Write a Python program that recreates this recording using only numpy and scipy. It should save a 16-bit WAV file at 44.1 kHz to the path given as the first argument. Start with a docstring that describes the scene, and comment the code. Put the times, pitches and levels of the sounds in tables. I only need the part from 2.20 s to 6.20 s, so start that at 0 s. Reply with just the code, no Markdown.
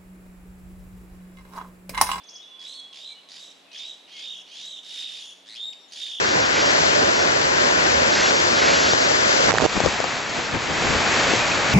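"""Laughingthrush in woodland

A close bird gives nine harsh, buzzing calls, each a whistle frequency-modulated in fast arches.
A call starts as a stutter with harsh upper sweeps and a rasp, then slows and clears into a trill;
a low creak leads into the eighth. Trunk, ground and leaves scatter the sound. Other birds chirp
and whistle further off, over soft outdoor noise and a faint hum."""
import sys
import numpy as np
from scipy import signal
from scipy.fft import rfft, irfft
from scipy.io import wavfile
from scipy.ndimage import uniform_filter1d, map_coordinates

SR = 44100
rng = np.random.default_rng(int(sys.argv[2]) if len(sys.argv) > 2 else 0)


def unload_audio(sound):
    """Save the sound as a 16-bit wav file, at the path given as the first command line argument."""
    columns = np.transpose(np.atleast_2d(sound))
    # keep every value between -1 and 1, then stretch to whole-number steps
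    steps = np.round(np.clip(columns, -1, 1) * 32767)
    wavfile.write(sys.argv[1], SR, steps.astype(np.int16))


N = 176400

# Calls; the pitches trace the tops of the arches: (start [s], end [s], first pitch [Hz],
# crest time [s], crest pitch [Hz], last pitch [Hz], clearing time [s], first trill rate [1/s],
# final trill rate [1/s], harsh sweep depth [0-1], clear sweep depth [0-1], closing pitch drop [0-1],
# gain between cycles of a deep trill [dB], upper sweep and rasp gain [dB], treble gain [dB],
# pan left minus right [dB])
CALLS = [ (.393, .604, 3300, .59, 4420, 3900, .46, 100, 59.5, .38, .29, 0, -15, 0, 1, -2),
         (.727, .935, 3300, .915, 4080, 4050, .815, 70, 67.5, .42, .25, 0, -15, 0, 0, -2),
         (1.087, 1.325, 3250, 1.245, 3900, 3860, 1.19, 110, 59.5, .42, .26, 0, -11, 1, 0, -1.5),
         (1.515, 1.76, 3100, 1.70, 3900, 3930, 1.66, 70, 66.25, .4, .27, 0, -11, -4, -4, -2),
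         (1.876, 2.225, 2950, 2.09, 3720, 3250, 2.08, 114, 60, .36, .2, 0, -6, -3, -3, -2),
         (2.265, 2.597, 2850, 2.505, 3950, 3500, 2.46, 92, 62.5, .27, .22, 0, -5, -3, -3, -1.5),
         (2.632, 3.138, 3720, 2.80, 3720, 3380, 3.04, 70, 60.25, .3, .2, 0, -6, -3, 3, -1),
         (3.358, 3.538, 3350, 3.45, 3745, 3720, 3.385, 112, 110, .33, .015, .5, -12, -2, -2, 1.3),
         (3.71, 4.02, 3100, 3.83, 3670, 3430, 3.945, 94.5, 57.1, .35, .12, 0, -18, -5, 2, -.8)]
# Envelope of each call: (time [s], relative tone level [dB], relative overtone level [dB])
CALL_ENVELOPES = [
    [(0.393, -68, -55.5), (0.47, -42, -49.5), (0.55, -42, -53), (0.585, -50, -62), (0.604, -40.5, -45.5)],
    [(0.727, -56, -56), (0.735, -47, -53.5), (0.789, -47, -51.5), (0.877, -40.5, -58), (0.925, -42, -58),
     (0.935, -56, -50)],
    [(1.087, -78, -50), (1.1, -67, -51.5), (1.15, -55, -48), (1.215, -46.5, -51), (1.325, -51.5, -57.5)],
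    [(1.515, -62, -55), (1.523, -52, -53), (1.555, -41, -52.5), (1.575, -39.5, -50), (1.7, -41, -53.5),
     (1.76, -48.5, -66)],
    [(1.876, -55, -63), (1.916, -51, -57), (1.99, -41, -49.5), (2.12, -37.5, -55.5), (2.225, -47, -53)],
    [(2.265, -60.5, -61.5), (2.359, -43.5, -50.5), (2.449, -40.5, -48.5), (2.575, -41, -55.5),
     (2.597, -37, -48)],
    [(2.632, -48.5, -56.5), (2.728, -38.5, -48), (2.78, -38, -48), (2.816, -36.5, -45.5),
     (2.86, -36.5, -55), (2.89, -38, -51), (3.01, -42.5, -50), (3.138, -46.5, -52.5)],
    [(3.358, -41.5, -47.5), (3.39, -37.5, -58.5), (3.436, -34, -54), (3.5, -34.5, -50.5), (3.512, -41, -55),
     (3.538, -43.5, -47.5)],
    [(3.71, -60, -59), (3.724, -52.5, -47), (3.78, -42, -48), (3.82, -33, -46.5), (3.869, -37.5, -48.5),
     (3.96, -35, -53.5), (4.0, -36, -56)],
]
# Source spectrum of a call, harmonics 2 to 5: (relative level [dB])
CALL_HARMONICS = [0.5, 0, 0.5, -9]
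# Resonance of throat and beak: (frequency [Hz], gain [dB])
VOCAL_TRACT = [(900, -47), (1600, -9), (2400, -6.5), (3100, -3), (3700, 2), (4500, -2), (5600, -9),
               (7300, -18), (8700, -22), (11000, -29.5), (12200, -47.5)]
# Contour of the creak: (time [s], top pitch [Hz], level [dB])
CREAK_CONTOUR = [(3.259, 1740, -55), (3.278, 1788, -49), (3.289, 2068, -45), (3.332, 2237, -45),
                 (3.359, 2510, -43.5)]
# Source spectrum of the creak, harmonics 1 to 5: (relative level [dB])
CREAK_HARMONICS = [-2, 1.5, -1, 5.5, 4]
# Chirps of far birds: (start [s], duration [s], first pitch [Hz], middle pitch [Hz], last pitch [Hz],
# level [dB], pan left minus right [dB])
FAR_CHIRPS = [ (.032, 0.014, 4300, 5700, 7200, -54, 0), (.062, 0.044, 6200, 5980, 4540, -52.5, 2),
              (.087, 0.014, 4100, 5500, 7160, -42, -3), (.105, 0.0091, 6900, 5640, 4300, -45.5, 4),
              (.13, 0.033, 6200, 6360, 4830, -49.5, 0), (.154, 0.018, 4100, 5600, 7130, -42.5, 0),
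              (.17, 0.019, 6900, 5740, 4550, -53, 0), (.17, .1, 2750, 3600, 3800, -51, 5),
              (.88, 0.085, 2370, 2316, 2240, -58, -5), (.94, 0.078, 2960, 2936, 2990, -53, -2),
              (1.465, 0.102, 2560, 2554, 2430, -53.5, 2), (1.576, 0.016, 4300, 5500, 6600, -42.5, 3),
              (1.92, 0.13, 2220, 2155, 2210, -55.5, 1), (2.405, 0.028, 7300, 6200, 5100, -52, 0),
              (3.58, 0.089, 5850, 5570, 5460, -66, 16), (3.675, 0.042, 7250, 6440, 6950, -65, 19)]
# Long far whistle: (time [s], pitch [Hz], level [dB])
HIGH_WHISTLE = [(0, 3528, -55), (0.098, 3338, -61), (0.161, 3345, -45.5), (0.222, 3345, -58),
                (0.287, 3477, -50), (0.372, 3423, -56), (0.421, 3360, -44), (.52, 3440, -62),
                (0.611, 3358, -45.5), (.67, 3355, -46.5), (.74, 3367, -55)]
# Fainter, lower whistle: (time [s], pitch [Hz], level [dB])
FAINT_WHISTLE = [(0.049, 1001, -74), (0.548, 1077, -68), (0.849, 1087, -76.5), (1.2, 1110, -74.5)]
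# Rough ringing near 3 kHz, the woodland echo of a far rising chirp: (time [s], pitch [Hz], level [dB])
ROUGH_RINGING = [(.17, 2810, -72), (0.194, 2950, -64), (0.299, 3040, -63.5), (.375, 2950, -63),
                 (.4, 2920, -72)]
# Spectrum of the outdoor noise: (frequency [Hz], relative spectral density [dB])
AIR_SPECTRUM = [(30, -22), (150, -14), (200, -5.5), (330, -2.5), (650, 0), (1050, -4.5), (1350, -7.5),
                (2200, -6.5), (3500, -0.5), (6000, -18), (10000, -21.5), (12500, -28.5), (15000, -36)]
# Stereo width of that noise: (frequency [Hz], side minus mid [dB])
AIR_WIDTH = [(40, 7), (150, -11), (400, -6), (1000, -3), (8000, -2)]
# Partials of the hum: (frequency [Hz], level [dB])
HUM_PARTIALS = [(184, -76.5), (276, -74)]


def call(t, row, envelope):
    """Source and filter: a swept, pulsed tone of the syrinx is shaped by vocal tract resonance."""
    (start, end, first_hz, crest_s, crest_hz, last_hz, clear_s, first_rate, final_rate,
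     harsh_depth, clear_depth, drop, shut_db, harsh_db, treble_db, pan_db) = row
    clearing_s, slowing_s, opening_s, stutter_s, drop_s = .02, .065, .013, .08, .012
    n, age = len(t), t - start
    harsh = 1 / (1 + np.exp((t - clear_s) / clearing_s))
    closing = (drop > 0) * np.clip(1 - (end - t) / drop_s, 0, 1)
    rate = final_rate + (first_rate - final_rate) * np.exp(-age / slowing_s)
    cycle = np.cumsum(rate * (1 + .012 * walk(n, 60.2))) / SR % 1

    # Frequency modulation: one flat-topped arch per trill cycle.
    before = t < crest_s
    from_crest = np.abs((t - crest_s) / np.where(before, crest_s - start, end - crest_s))
    top_hz = crest_hz + (np.where(before, first_hz, last_hz) - crest_hz) * from_crest ** 1.4
    top_hz *= 1 - drop * closing
    depth = clear_depth + (harsh_depth - clear_depth) * harsh
    dip = np.abs(np.cos(np.pi * np.interp(cycle, [0, .6, 1], [0, .5, 1]))) ** 4.5
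    trilling = np.minimum(depth / .241, 1)
    jitter = (.007 + .0447 * (harsh + closing) * (.39 + dip)) * walk(n, 1100)
    waver = .0142 * trilling * walk(n, 70)
    sweep = depth * dip * (1 + .17 * walk(n, 70))
    hz = top_hz * (1 - sweep) * (1 + jitter + waver)

    # Amplitude modulation: the open share of each cycle grows from 0.47 to 0.91.
    open_share = .91 - .44 * np.exp(-age * final_rate / first_rate / opening_s)
    opening = np.clip(2 * np.sin(np.pi * np.minimum(cycle / open_share, 1)), 0, 1)
    gate_db = shut_db * (1 - opening) * trilling
    tone = undb(gate_db + 2 * walk(n, 68.8)) * harmonics(hz, [0], first=1)
    overtones = harmonics(hz, CALL_HARMONICS, first=2)  # the second harmonic rings in the dips
    overtones += harsh * undb(harsh_db) * harsh_sweeps(top_hz, cycle)
    gate_share = np.maximum(np.exp(-age / stutter_s), .3)  # overtones shut most in the first stutter
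    overtones *= undb(gate_db * gate_share + 2.5 * walk(n, 147.2))
    overtones = colour(overtones, [(7000, 0), (9500, treble_db)])

    # The overtones soften as the call clears; a closing pitch drop ends in a bright snap.
    times, tone_db, overtone_db = np.array(envelope).T
    tone_gain = undb(np.interp(t, times, tone_db) - .23)
    overtone_gain = undb(np.interp(t, times, overtone_db) - 1.84 + 6 * harsh + 4 * np.sqrt(closing))
    voice = steady_rms(tone) * tone_gain + steady_rms(overtones) * overtone_gain
    edges = np.clip(np.minimum(age / .002, (end - t) / .004), 0, 1)
    return pan(edges * voice, pan_db)


def harsh_sweeps(top_hz, cycle):
    """Roughness by modulation: harsh upper sweeps with a rasp, pulsing once per trill cycle."""
    n, burst_share = len(cycle), .328
    burst = np.sin(np.pi * np.minimum(cycle / burst_share, 1))
    pitch_ratio = 1.2 + .36 * np.interp(cycle, [0, burst_share, 1], [0, 1, 0])
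    hz = top_hz * pitch_ratio * (1 + .08 * walk(n, 170) + .0263 * walk(n, 1100))
    sweeps = undb(-3 + 2 * walk(n, 137)) * (burst + .45) * harmonics(hz, [0], first=1)
    return sweeps + undb(-9) * (burst + .7) * rasp(n)


def harmonics(hz, levels_db, first):
    """Harmonic series from number `first` up, each partial weighted by the vocal tract's response."""
    phase = phase_of(hz)
    return sum(undb(db) * np.sin(k * phase) * gain_at(k * hz, VOCAL_TRACT)
               for k, db in enumerate(levels_db, first))


def rasp(n):
    """Broadband noise filtered by the resonance of throat and beak."""
    return unit_rms(colour(rng.standard_normal(n), VOCAL_TRACT))


def thrush(t):
    """Superposition of the close bird's nine calls, each in its own time span."""
    out = np.zeros((2, N))
    for row, envelope in zip(CALLS, CALL_ENVELOPES):
        span = (t >= row[0]) & (t < row[1])
        out[:, span] += call(t[span], row, envelope)
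    return out


def creak(t):
    """Pulse modulation of a low, rough, rising voice whose second harmonic resonates in the throat."""
    pulse_hz, open_share = 110, .6
    times, top_hz, db = np.array(CREAK_CONTOUR).T
    cycle = (t - times[0]) * pulse_hz % 1
    opening = np.sin(np.pi * np.minimum(cycle / open_share, 1))
    hz = np.interp(t, times, top_hz) * (1 - .3 * (1 - opening)) * (1 + .09 * walk(N, 1100))
    voice = harmonics(hz, CREAK_HARMONICS, first=1) + undb(-12) * rasp(N)
    return steady_rms(opening * voice) * undb(np.interp(t, times, db, left=-200, right=-200))


def far_chirps(t):
    """Frequency glides: each short pure tone follows a parabola through three pitches."""
    out = np.zeros((2, N))
    for start, duration, first_hz, middle_hz, last_hz, db, pan_db in FAR_CHIRPS:
        span = (t >= start) & (t < start + duration)
        progress = (t[span] - start) / duration
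        glide = np.polyfit([0, .5, 1], [first_hz, middle_hz, last_hz], 2)
        hz = np.polyval(glide, progress) * (1 + .01 * walk(len(progress), 226))
        out[:, span] += pan(np.sin(np.pi * progress) * sine(db, hz), pan_db)
    return out


def far_tone(t, contour, waver):
    """A long tone under random frequency modulation: the larger the waver, the rougher it sounds."""
    times, hz, db = np.array(contour).T
    wavering_hz = np.interp(t, times, hz) * (1 + waver * walk(N, 82.2))
    return sine(np.interp(t, times, db, right=-200), wavering_hz)


def woodland(x):
    """Scattering: early reflections from trunk and ground, then a reverberant tail from the trees."""
    scatter_s, t60_s = .0096, .63
    t = np.arange(SR) / SR
    early_decay = np.exp(-t / scatter_s) * (t > .001)
    early_mid, early_side = (unit_rms(rng.standard_normal(SR) * early_decay) for _ in range(2))
    tail_decay = undb(-60 * t / t60_s) * np.minimum(t / .0048, 1)
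    tail_spectrum = [(3800, 0), (6000, 2), (7400, 1.5), (11000, -4.5)]
    tail_mid, tail_side = (unit_rms(colour(rng.standard_normal(SR) * tail_decay, tail_spectrum))
                           for _ in range(2))
    response = undb(-9) * stereo(early_mid, .98 * early_side)
    response += undb(-7.5) * stereo(tail_mid, .27 * tail_side)
    return x + signal.fftconvolve(x, response / np.sqrt(SR), axes=1)[:, :N]


def outdoor_noise():
    """Soft, slightly swelling noise, only partly correlated between left and right."""
    mid, side = (unit_rms(colour(rng.standard_normal(N), AIR_SPECTRUM)) for _ in range(2))
    return stereo(mid, colour(side, AIR_WIDTH)) * undb(-57 + .5 * walk(N, 1.6))


def hum():
    """Two faint low partials under random amplitude and frequency modulation."""
    return sum(sine(db + 2.5 * walk(N, 9.2), hz * (1 + .01 * walk(N, 22))) for hz, db in HUM_PARTIALS)


def undb(db):
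    """Amplitude ratio of a level in decibels."""
    return 10 ** (np.asarray(db) / 20)


def unit_rms(x):
    """Normalisation to an rms of 1."""
    return x / np.sqrt(np.mean(x ** 2) + 1e-18)


def steady_rms(x):
    """Running normalisation: the rms is held at 1 over a few trill cycles."""
    size = SR // 40
    return x / np.sqrt(uniform_filter1d(uniform_filter1d(x ** 2, size), size) + 1e-12)


def gain_at(hz, curve):
    """Magnitude response of a (frequency [Hz], gain [dB]) curve, interpolated in log frequency."""
    knots_hz, db = np.array(curve, float).T
    return undb(np.interp(np.log(np.maximum(hz, 1)), np.log(knots_hz), db))


def colour(x, curve):
    """Zero-phase filtering by a (frequency [Hz], gain [dB]) curve."""
    return irfft(rfft(x) * gain_at(np.fft.rfftfreq(len(x), 1 / SR), curve), len(x))


def walk(n, rate):
    """Smooth random modulation with a spread near 1, through `rate` values a second."""
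    place = np.arange(n) * rate / SR
    return map_coordinates(rng.standard_normal(8192), [place + 4], order=2, mode="wrap")


def phase_of(hz):
    """Phase as the time integral of frequency."""
    return 2 * np.pi * np.cumsum(hz) / SR


def sine(db, hz):
    """Sinusoid of a given rms level and instantaneous frequency."""
    return np.sqrt(2) * undb(db) * np.sin(phase_of(hz))


def pan(x, db):
    """Direction by level difference, left minus right."""
    return x * undb(np.array([[db], [-db]]) / 2)


def stereo(mid, side):
    """Left and right as the sum and difference of mid and side."""
    return np.array([mid + side, mid - side])


def scene():
    """Superposition of close and far birds, their reverberation and the background."""
    t = np.arange(N) / SR
    far = far_chirps(t) + pan(far_tone(t, HIGH_WHISTLE, waver=.0031), db=-5)
    far += far_tone(t, FAINT_WHISTLE, waver=.0088)
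    far += far_tone(t, ROUGH_RINGING, waver=.055)
    return woodland(thrush(t) + creak(t)) + woodland(far) + outdoor_noise() + hum()


def record(dry):
    """Band limiting: a steep elliptic low-pass removes the highest treble."""
    cutoff_hz = 14900
    return signal.sosfilt(signal.ellip(10, .2, 80, cutoff_hz, fs=SR, output="sos"), dry)


dry = scene()
out = record(dry)
unload_audio(out)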